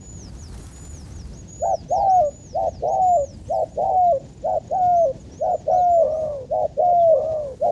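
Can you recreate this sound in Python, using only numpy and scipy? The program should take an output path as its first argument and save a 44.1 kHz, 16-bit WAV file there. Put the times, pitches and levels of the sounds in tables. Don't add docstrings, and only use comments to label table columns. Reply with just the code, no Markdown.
import sys
import numpy as np
from scipy import signal
from scipy.fft import rfft, irfft
from scipy.io import wavfile
from scipy.ndimage import uniform_filter1d

SR = 44100
rng = np.random.default_rng(int(sys.argv[2]) if len(sys.argv) > 2 else 0)


def int16_out(signal):
    q = np.round(np.clip(np.atleast_2d(signal).T, -1, 1) * 32767)
    wavfile.write(sys.argv[1], SR, q.astype(np.int16))


N = 340011


def from_db(db):
    return 10 ** (np.asarray(db) / 20)


def rms_one(x):
    return x / np.sqrt(np.mean(x ** 2) + 1e-20)


def stretch(rows):
    s, *columns = np.transpose(rows)
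    at = np.arange(max(round(s[0] * SR), 0), min(round(s[-1] * SR), N))
    return at, [np.interp(at / SR, s, column) for column in columns]


def drift(rate_hz):
    r = np.exp(-2 * np.pi * rate_hz / SR)
    noise = rng.standard_normal(N + SR)
    return rms_one(signal.lfilter([1], [1, -2 * r, r * r], noise)[SR:])


def turns(hz):
    return 2 * np.pi * np.cumsum(hz) / SR


def delayed(x, delay_s):
    return np.r_[np.zeros(round(delay_s * SR)), x][:N]


def band(order, low_hz, high_hz, x):
    return signal.sosfilt(signal.butter(order, [low_hz, high_hz], "band", fs=SR, output="sos"), x)


def coloured(spectrum, flicker_db, flicker_hz):
    hz, level_db = np.transpose(spectrum)
    grid = np.maximum(np.arange(N // 2 + 1) * SR / N, 1)
    shape = from_db(np.interp(np.log(grid), np.log(hz), level_db, left=-90, right=-90))
    noise = rng.standard_normal(N) * from_db(flicker_db * drift(flicker_hz))
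    return rms_one(irfft(rfft(noise) * shape, N))


def burst(s, db, rise_s, low_hz, high_hz):
    t = np.arange(round(12 * rise_s * SR) + 400) / SR / rise_s
    puff = from_db(db) * rng.standard_normal(len(t)) * t * np.exp(1 - t)
    out, first = np.zeros(N), round(s * SR)
    out[first:][:len(t)] = band(3, low_hz, high_hz, puff)[:N - first]
    return out


ATTACK_S, RELEASE_S = 0.026, .014
LEAD_S, LEAD_DB = .012, -17
SWING = 1.4
THROB_LEAN = 1.2
OPEN_HZ = 665
LOW_LEAK_DB, LOW_LEAK_HZ = 9, 630


def dove(coos, purr_hz, leaks_db, overtones, unsteady, rattle, hoarse, lead_s, alternate):
    out = np.zeros(N)
    wobble, patchy, sway = drift(40), drift(11), drift(30)
    leak_wander = from_db(2.5 * np.minimum(drift(5), 1))
    skid, slip = drift(40), .6 + drift(8)
    throat = np.vstack([signal.butter(7, 880, fs=SR, output="sos"),
                        signal.butter(4, 440, "high", fs=SR, output="sos")])
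    smooth = signal.butter(6, 140, fs=SR, output="sos")
    noise = (rms_one(signal.sosfilt(smooth, rng.standard_normal(N)))
             + 1j * rms_one(signal.sosfilt(smooth, rng.standard_normal(N))))
    for rows, rate_hz, leak_db in zip(coos, purr_hz, leaks_db):
        rows = np.array(rows)
        rows[:, 2] = from_db(rows[:, 2]) ** 2
        at, (hz, power, purr) = stretch(rows)
        since, left = at / SR - rows[0, 0], rows[-1, 0] - at / SR

        full_voice = np.sin(np.pi / 2 * np.clip((since - lead_s) / ATTACK_S, 0, 1)) ** 2
        faint_catch = from_db(LEAD_DB) * np.clip(since / 0.013, 0, 1)
        release = np.sin(np.pi / 2 * np.clip(left / RELEASE_S, 0, 1)) ** 2
        gain = np.sqrt(power) * np.maximum(full_voice, faint_catch) * release

        catch = purr * np.clip(1 + .45 * patchy[at], .1, 1.5)
        flutter_phase = turns(rate_hz * (1 + unsteady * wobble[at]))
        half = np.exp(.5j * flutter_phase + 1j * rng.uniform(0, 2 * np.pi))
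        flutter = half ** 2
        outer = (.2 * flutter + .3 / flutter ** 2) * np.exp(-1j * THROB_LEAN)
        beat = 1 + catch * (1.0 / flutter + outer) + rattle * purr * noise[at]
        beat += alternate * catch * np.clip(slip[at], 0, 2) * (half + 1 / half - 1 / half ** 3)
        beat /= np.sqrt(1 + (1.13 + 3 * alternate ** 2) * catch ** 2 + 2 * (rattle * purr) ** 2)
        beat *= np.tanh(np.abs(beat) / SWING) / np.tanh(1 / SWING) / (np.abs(beat) + 1e-9)

        unsteady_pitch = 1 + .002 * sway[at] + .15 * unsteady * purr * skid[at]
        phase = turns(uniform_filter1d(hz, size=300) * unsteady_pitch)
        tone = signal.sosfilt(throat, np.imag(beat * np.exp(1j * phase)))

        closing = np.clip((LOW_LEAK_HZ - hz) / 30, 0, 1) * (at > at.mean())
        opened = np.clip((hz - OPEN_HZ) / 35, 0, 1)
        for multiple, level_db in overtones:
            blur = (hoarse + .7 * purr) * drift(23)[at]
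            if multiple % 1:
                strength = from_db(leak_db + 3.0 * drift(25)[at]) * np.clip((since - .05) / .03, 0, 1)
                strength = strength * (power.max() / power) ** 0.25
            else:
                strength = np.maximum(opened * (1 - .7 * purr), closing * (multiple == 2))
            if multiple == 2:
                level_db = level_db + leak_db + closing * (LOW_LEAK_DB - leak_db)
            overtone = np.abs(beat) * np.sin(multiple * phase + blur)
            tone += from_db(level_db) * leak_wander[at] * strength * overtone
        out[at] += np.sqrt(2) * gain * tone
    return out


SCOOP_FROM_HZ, SCOOP_S, SCOOP_DB = 490, .045, -1.5
ONSET_S, ONSET_SHARE = .026, 0.62


def scoop(s, slide_s, top_hz, db, purr, onset_purr):
    onset_hz = SCOOP_FROM_HZ + ONSET_SHARE * (top_hz - SCOOP_FROM_HZ)
    return [(s - LEAD_S, SCOOP_FROM_HZ, db + SCOOP_DB, onset_purr),
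            (s, SCOOP_FROM_HZ, db + SCOOP_DB, onset_purr),
            (s + ONSET_S, onset_hz, db, onset_purr),
            (s + slide_s, top_hz, db, purr)]


ONSET_PURR = 0.02
SHORT_SAG, SHORT_END = .975, 0.739
SHORT_FALL_S, LAST_PUSH_DB = 0.0363, 2


def short_coo(s, length_s, top_hz, db, purr):
    end, pushed_db = s + length_s, db + LAST_PUSH_DB
    return scoop(s, SCOOP_S, top_hz, db, purr, ONSET_PURR * purr) + [
        (end - SHORT_FALL_S, SHORT_SAG * top_hz, db, purr),
        (end - SHORT_FALL_S / 2, (SHORT_SAG + SHORT_END) / 2 * top_hz, pushed_db, 0.42 * purr),
        (end, SHORT_END * top_hz, pushed_db, 0)]


PURR_LIFT, PURR_DB, CLEARING_S = 1.065, -3.5, .035
SLIDE_SHARE = .42
LONG_ONSET_PURR, LATE_PURR, LATE_LIFT = .65, .55, 1.02
SAG_HZ, SAG_S = 103.07, 0.15
DROP_S, DROP_DB = .01, -2
TAIL_SAG_HZ_PER_S, TAIL_FADE_DB = 595, -14


def long_coo(s, clears, drops, ends, sagged_hz, low_hz, db, swell_db, purr):
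    u = np.linspace(0, 1, 10)
    t = clears + u * (drops - clears)
    hz = sagged_hz + SAG_HZ * (1 - np.exp((t - drops) / SAG_S))
    soft_db, low_db = db + PURR_DB, db + DROP_DB
    slide_s = max(SCOOP_S, SLIDE_SHARE * (clears - s))
    purr_ends = max(clears - CLEARING_S, s + slide_s + .001)
    opening = scoop(s, slide_s, PURR_LIFT * hz[0], soft_db, purr, LONG_ONSET_PURR)
    late_purr = [(purr_ends, LATE_LIFT * hz[0], soft_db, LATE_PURR * purr)]
    clear = list(zip(t, hz, db + swell_db * u ** 2, .03 + 0 * u))
    tail_hz = low_hz - TAIL_SAG_HZ_PER_S * (ends - drops)
    low = [(drops + DROP_S, low_hz, low_db, .03), (ends, tail_hz, low_db + TAIL_FADE_DB, .03)]
    return opening + late_purr + clear + low


SHORT_PURR_HZ, LONG_PURR_HZ = 105.3, 125.3
# multiple of the pitch, level in dB before the leak is added.
NEAR_OVERTONES = [(2, -49), (3, -56)]
# start in seconds, length in seconds, top pitch in Hz, level in dB,
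# purr from 0 to 1, octave leak in dB.
SHORT_COOS = [(1.609, 0.15, 784, -19, 1, 16.5), (2.538, 0.16, 782, -20, 1, -1),
              (3.489, 0.16, 767, -19.5, 1, -12), (4.432, 0.16, 750, -19.5, 0.94, 15),
              (5.4, 0.1652, 738.6, -19, 0.85, 11.5), (6.5, .17, 740, -19, 0.85, -13),
              (7.605, 0.13, 709.5, -17, 1, 12)]
# start, clearing, drop and end (all in seconds), pitch in Hz before the drop and after it,
# level in dB as it clears, swell in dB up to the drop, purr from 0 to 1, octave leak in dB.
LONG_COOS = [(1.897, 2.09, 2.202, 2.302, 707, 616, -14, 1, .85, 5),
             (2.815, 3.02, 3.164, 3.258, 682, 590, -15.5, 1, .95, -25),
             (3.763, 3.97, 4.118, 4.19, 673, 560, -15, 0, .9, -25),
             (4.7, 4.83, 5.048, 5.126, 647, 552, -16, 1.5, .5, 6),
             (5.664, 5.745, 6.024, 6.088, 641, 548, -16.5, 3, .35, 5),
             (6.779, 6.84, 7.134, 7.208, 625, 548, -16, 4.5, .2, -4)]


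def near_dove():
    short = dove([short_coo(*row[:-1]) for row in SHORT_COOS], [SHORT_PURR_HZ] * len(SHORT_COOS),
                 [row[-1] for row in SHORT_COOS], NEAR_OVERTONES,
                 unsteady=.07, rattle=.25, hoarse=.1, lead_s=LEAD_S, alternate=.22)
    long = dove([long_coo(*row[:-1]) for row in LONG_COOS], [LONG_PURR_HZ] * len(LONG_COOS),
                [row[-1] for row in LONG_COOS], NEAR_OVERTONES,
                unsteady=.11, rattle=.36, hoarse=.2, lead_s=LEAD_S, alternate=.33)
    return short + long


FAR_SHAPES = { "arch": [(0, 0.85, -12, 0.25), (.12, .89, -2, 0.28), (.27, 0.94, -0.5, 0.41),
              (.45, 0.97, -1, 0.27), (.56, 0.95, -1, 0.27), (.72, .9, -5, .2), (.87, .8, -9, 0.15),
              (1, .73, -17.5, 0.56)], "level": [(0, 0.85, -6, 0.46), (.12, .88, -4, 0.23),
              (.22, 1, 1.5, 0.24), (.45, 1, -9, 0.36), (.82, 1.0, -4, .3), (1, .8, -3, 0.081)], }


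def far_coo(s, length_s, top_hz, level_db, shape):
    return [(s + share * length_s, pitch * top_hz, level_db + db, purr)
            for share, pitch, db, purr in FAR_SHAPES[shape]]


# multiple of the pitch, level in dB before the note's own is added.
FAR_OVERTONES = [(1.4, -33), (1.55, -34), (1.7, -35), (1.82, -36), (1.93, -30), (2.8, -48), (3.05, -47)]
# start in seconds, length in seconds, top pitch in Hz, level in dB,
# throbs a second, shape, breathy band in dB.
FAR_COOS = [(5.661, .16, 686.5, -19, 70, "arch", -9), (5.958, 0.505, 653.8, -21.5, 45, "arch", -3),
            (6.76, .18, 630, -19, 70, "level", -12.5), (7.077, 0.48, 660.6, -21, 60, "arch", -4)]


def far_dove():
    coos = dove([far_coo(*row[:4], row[5]) for row in FAR_COOS], [row[4] for row in FAR_COOS],
                [row[6] for row in FAR_COOS], FAR_OVERTONES,
                unsteady=.15, rattle=.8, hoarse=.75, lead_s=0, alternate=.15)
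    return signal.sosfilt(signal.butter(2, 1500, fs=SR, output="sos"), coos)


BLUR_FROM_DB = -48
OCTAVE_DB = -39.5
# start in seconds, length in seconds, pitch factor, level in dB, shape.
WHISTLES = [(-.04, 0.35, 0.99, -44.5, "long"), (0.363, 0.19, 0.99, -48, "fall"),
            (0.572, 0.096, 1.0, -56, "arch"), (0.717, 0.35, 1, -46, "long"),
            (1.11, 0.22, 0.98, -51, "fall"), (1.326, 0.1, 0.98, -49.5, "arch"),
            (1.468, 0.36, 0.98, -42, "long"), (1.876, 0.22, 0.97, -46.5, "fall"),
            (2.088, 0.1, 0.97, -45, "arch"), (2.235, 0.34, 0.99, -47, "long"),
            (2.652, 0.22, 0.96, -55, "fall"), (2.87, 0.095, 0.97, -47, "arch"),
            (3.007, 0.36, 1.013, -46, "long"), (3.458, 0.2, 0.96, -56, "fall"),
            (3.678, 0.085, 1.0, -57, "arch"), (4.054, 0.077, 1, -68, "peep"),
            (4.818, 0.042, 0.94, -67.5, "peep"), (4.94, 0.14, 0.97, -56, "dome"),
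            (5.186, 0.049, 1.8, -62.5, "peep"), (5.312, 0.14, 0.98, -53, "climb"),
            (5.501, 0.14, 0.96, -57, "drop"), (5.708, 0.15, 0.98, -54, "climb"),
            (5.762, 0.072, 1.06, -60, "peep"), (5.889, 0.16, 0.975, -54, "drop"),
            (6.104, 0.16, 0.96, -60, "climb"), (6.977, 0.089, 0.91, -63.5, "peep")]
NOTE_SHAPES = { "long": [(0, 5500, -12), (.03, 6750, -5), (.12, 6880, -5), (.45, 7040, -2), (.62, 6850, -3),
               (.72, 6300, -4), (.84, 5300, -7), (.93, 4950, -11), (1, 4150, -17)],
               "fall": [(0, 5800, -4.5), (.09, 6570, -6), (.2, 7040, 2.5), (.3, 6500, -3), (.47, 5360, 0),
               (.7, 4500, -12.5), (1, 4000, -21)], "arch": [(0, 4420, -17), (.13, 5800, -3.5),
               (.33, 6670, -8), (.68, 6900, 1), (.88, 6800, -2.5), (1, 5400, -16.5)],
               "dome": [(0, 5370, -12.5), (.2, 6420, 6), (.5, 6700, 0), (.8, 6300, 1.5), (1, 5670, -15.5)],
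               "climb": [(0, 5620, -1.5), (.35, 6240, -3), (.62, 7020, -3), (.8, 6700, -4.5),
               (1, 5500, -4)], "drop": [(0, 7220, -6), (.2, 7360, -1), (.6, 7300, 0), (.8, 6700, -8),
               (1, 5700, -13)], "peep": [(0, 4150, -14.5), (.3, 3870, 6.5), (1, 3200, -4.5)], }
# step above in Hz, level in dB.
FAINT_COPIES = [(3900, -28), (7830, -43)]
# delay in seconds, level in dB.
NEAR_GROUND = [(.009, -10.5), (0.015, -12), (.028, -18)]


def whistles():
    out, tremble = np.zeros(N), from_db(2.0 * drift(43))
    blur = 0.8 * drift(120)
    for start_s, length_s, factor, note_db, shape in WHISTLES:
        at, (hz, level_db) = stretch([(start_s + share * length_s, factor * shape_hz, note_db + db)
                                      for share, shape_hz, db in NOTE_SHAPES[shape]])
        hz = uniform_filter1d(hz, size=350)
        phase = turns(hz)
        tone = np.sin(phase + blur[at] * np.clip((BLUR_FROM_DB - note_db) / 12, 0, 1))
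        tone += from_db(OCTAVE_DB) * np.clip((6200 - hz) / 300, 0, 1) * np.sin(2 * phase)
        copies = sum(from_db(db) * np.sin(turns(hz + above_hz)) for above_hz, db in FAINT_COPIES)
        tone += np.clip((hz - 5200) / 1300, 0, 1) * copies
        soft_ends = signal.windows.tukey(len(at), .12)
        out[at] += np.sqrt(2) * from_db(level_db) * tremble[at] * tone * soft_ends
    return out + sum(from_db(db) * delayed(out, s) * drift(32) for s, db in NEAR_GROUND)


# delay in seconds, level in dB.
ECHOES = [(.031, -27), (.057, -33), (.083, -34), (.12, -36)]


def field_echo(x):
    dull = signal.sosfilt(signal.butter(1, 4500, fs=SR, output="sos"), x)
    return sum(from_db(db) * delayed(dull, s) * drift(31) for s, db in ECHOES)


STROKES_PER_S = 27
# time in seconds, pitch in Hz, level in dB before the strokes shape it.
INSECT = [(3.3, 7520, -66), (3.6, 7530, -59.5), (3.75, 6870, -69), (4.1, 7000, -60.5), (4.6, 7120, -61.5),
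          (4.68, 6700, -55.5), (4.8, 6700, -58.5), (4.86, 7070, -62), (5.3, 7190, -76), (6.3, 6850, -78),
          (7.0, 6910, -69), (7.7, 6940, -68)]


def insect():
    out = np.zeros(N)
    at, (hz, level_db) = stretch(INSECT)
    stroke_phase = turns(STROKES_PER_S * (1 + 0.092 * drift(2)[at]))
    strokes = np.maximum(np.cos(stroke_phase), 0) ** 3 + .12
    out[at] = 2 * from_db(level_db) * strokes * np.sin(turns(hz) + 1.0 * drift(160)[at])
    return out


UPSTROKE_S, UPSTROKE_DB, SWISH_S = 0.041, 0.5, 0.014
CLAP_DB, CLAP_S = 3, 0.0022
# start in seconds, swish level in dB before the band filter.
WINGBEATS = [(.39, -58), (0.482, -53), (0.576, -47.5), (.666, -47.5), (0.76, -48), (0.851, -48),
             (.949, -52)]


def wings():
    out = np.zeros(N)
    for s, db in WINGBEATS:
        out += burst(s, db + CLAP_DB, CLAP_S, 1600, 10700)
        out += burst(s, db, SWISH_S, 8100, 10300)
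        out += burst(s + UPSTROKE_S, db + UPSTROKE_DB, SWISH_S, 7800, 10900)
    return out


# start in seconds,
# peak level in dB before the band filter, centre in Hz, rise in seconds, width as a pitch ratio to either side.
SHORT_BURSTS = [(.085, -57, 5000, .004, 1.4), (1.07, -52, 8500, .012, 1.25), (3.44, -50, 2900, .012, 1.1),
                (3.48, -50, 3200, .01, 1.1), (3.57, -55, 8500, .002, 1.3)]


def short_bursts():
    return sum(burst(s, db, rise_s, hz / width, hz * width) for s, db, hz, rise_s, width in SHORT_BURSTS)


# start in seconds, peak level in dB before the band filter, rise in seconds.
BRUSHES = [(2.58, -63, .03), (3.302, -57.5, 0.16), (4.25, -63, 0.053), (5.15, -63, 0.063),
           (6.121, -62, 0.05), (7.4, -62, 0.1)]


def brushes():
    return sum(burst(s, db, rise_s, 7300, 10000) for s, db, rise_s in BRUSHES)


# time in seconds, level in dB.
GUSTS = [(0, -66), (.35, -57.5), (.6, -52.5), (.95, -56.5), (1.1, -55.5), (1.3, -59), (1.5, -66),
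         (2.5, -74.5), (3.2, -75), (3.5, -64.5), (3.75, -70.5), (5.9, -76), (6.25, -63), (6.8, -79.5),
         (7.71, -61.5)]


def gusts():
    return np.interp(np.arange(N) / SR, *np.transpose(GUSTS))


CRACKS_PER_S, CRACK_DB = 1300, -11


def crackle():
    born = rng.random(N) < CRACKS_PER_S * from_db(5 * drift(14)) / SR
    size = from_db(2.7 * np.minimum(rng.exponential(1, N), 4))
    return rms_one(band(10, 4000, 11000, born * size * rng.choice([-1, 1], N)))


# pitch in Hz, relative level in dB per Hz.
RUSTLE = [(350, -45), (700, -5.5), (1500, -9.5), (3030, -20), (6000, -15.5), (8000, -16), (11500, -25.5),
          (11900, -40), (15500, -44)]


def rustle(gust_db):
    return from_db(gust_db) * (coloured(RUSTLE, flicker_db=2.5, flicker_hz=60) + from_db(CRACK_DB) * crackle())


WIND_DB, WIND_FOLLOWS = -39, 0.13
WIND_FADE_DB_PER_S = 1.5
# pitch in Hz, relative level in dB per Hz.
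WIND = [(8.8, -41), (15, -16.5), (43, -3), (59, 8.5), (92, 2), (124, -4), (200, -9.5), (260, -49.5),
        (440, -120)]


def wind(gust_db):
    wind_db = WIND_DB + WIND_FOLLOWS * (gust_db - gust_db.mean()) - WIND_FADE_DB_PER_S * np.arange(N) / SR
    return from_db(wind_db) * coloured(WIND, flicker_db=2.0, flicker_hz=3.8)


# pitch in Hz, relative level in dB per Hz.
FIELD = [(24, -32.5), (40, -7), (114, 0.5), (330, -10), (520, -17), (817, -23.5), (1310, -37.5),
         (1700, -34), (2300, -36), (5710, -35), (6900, -34), (7500, -43), (11300, -58.5), (12000, -76.5),
         (15500, -81)]


def field():
    return from_db(-42) * coloured(FIELD, flicker_db=1.96, flicker_hz=16)


def scene():
    birds = near_dove() + far_dove() + whistles()
    gust_db = gusts()
    details = insect() + wings() + short_bursts() + brushes()
    background = rustle(gust_db) + wind(gust_db) + field()
    return (birds + field_echo(birds) + details + background)[None]


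def record(dry):
    fade = np.clip((N - np.arange(N)) / (.004 * SR), 0, 1)
    return signal.sosfilt(signal.cheby2(24, 70, 15628, fs=SR, output="sos"), dry * fade)


dry = scene()
out = record(dry)
int16_out(out)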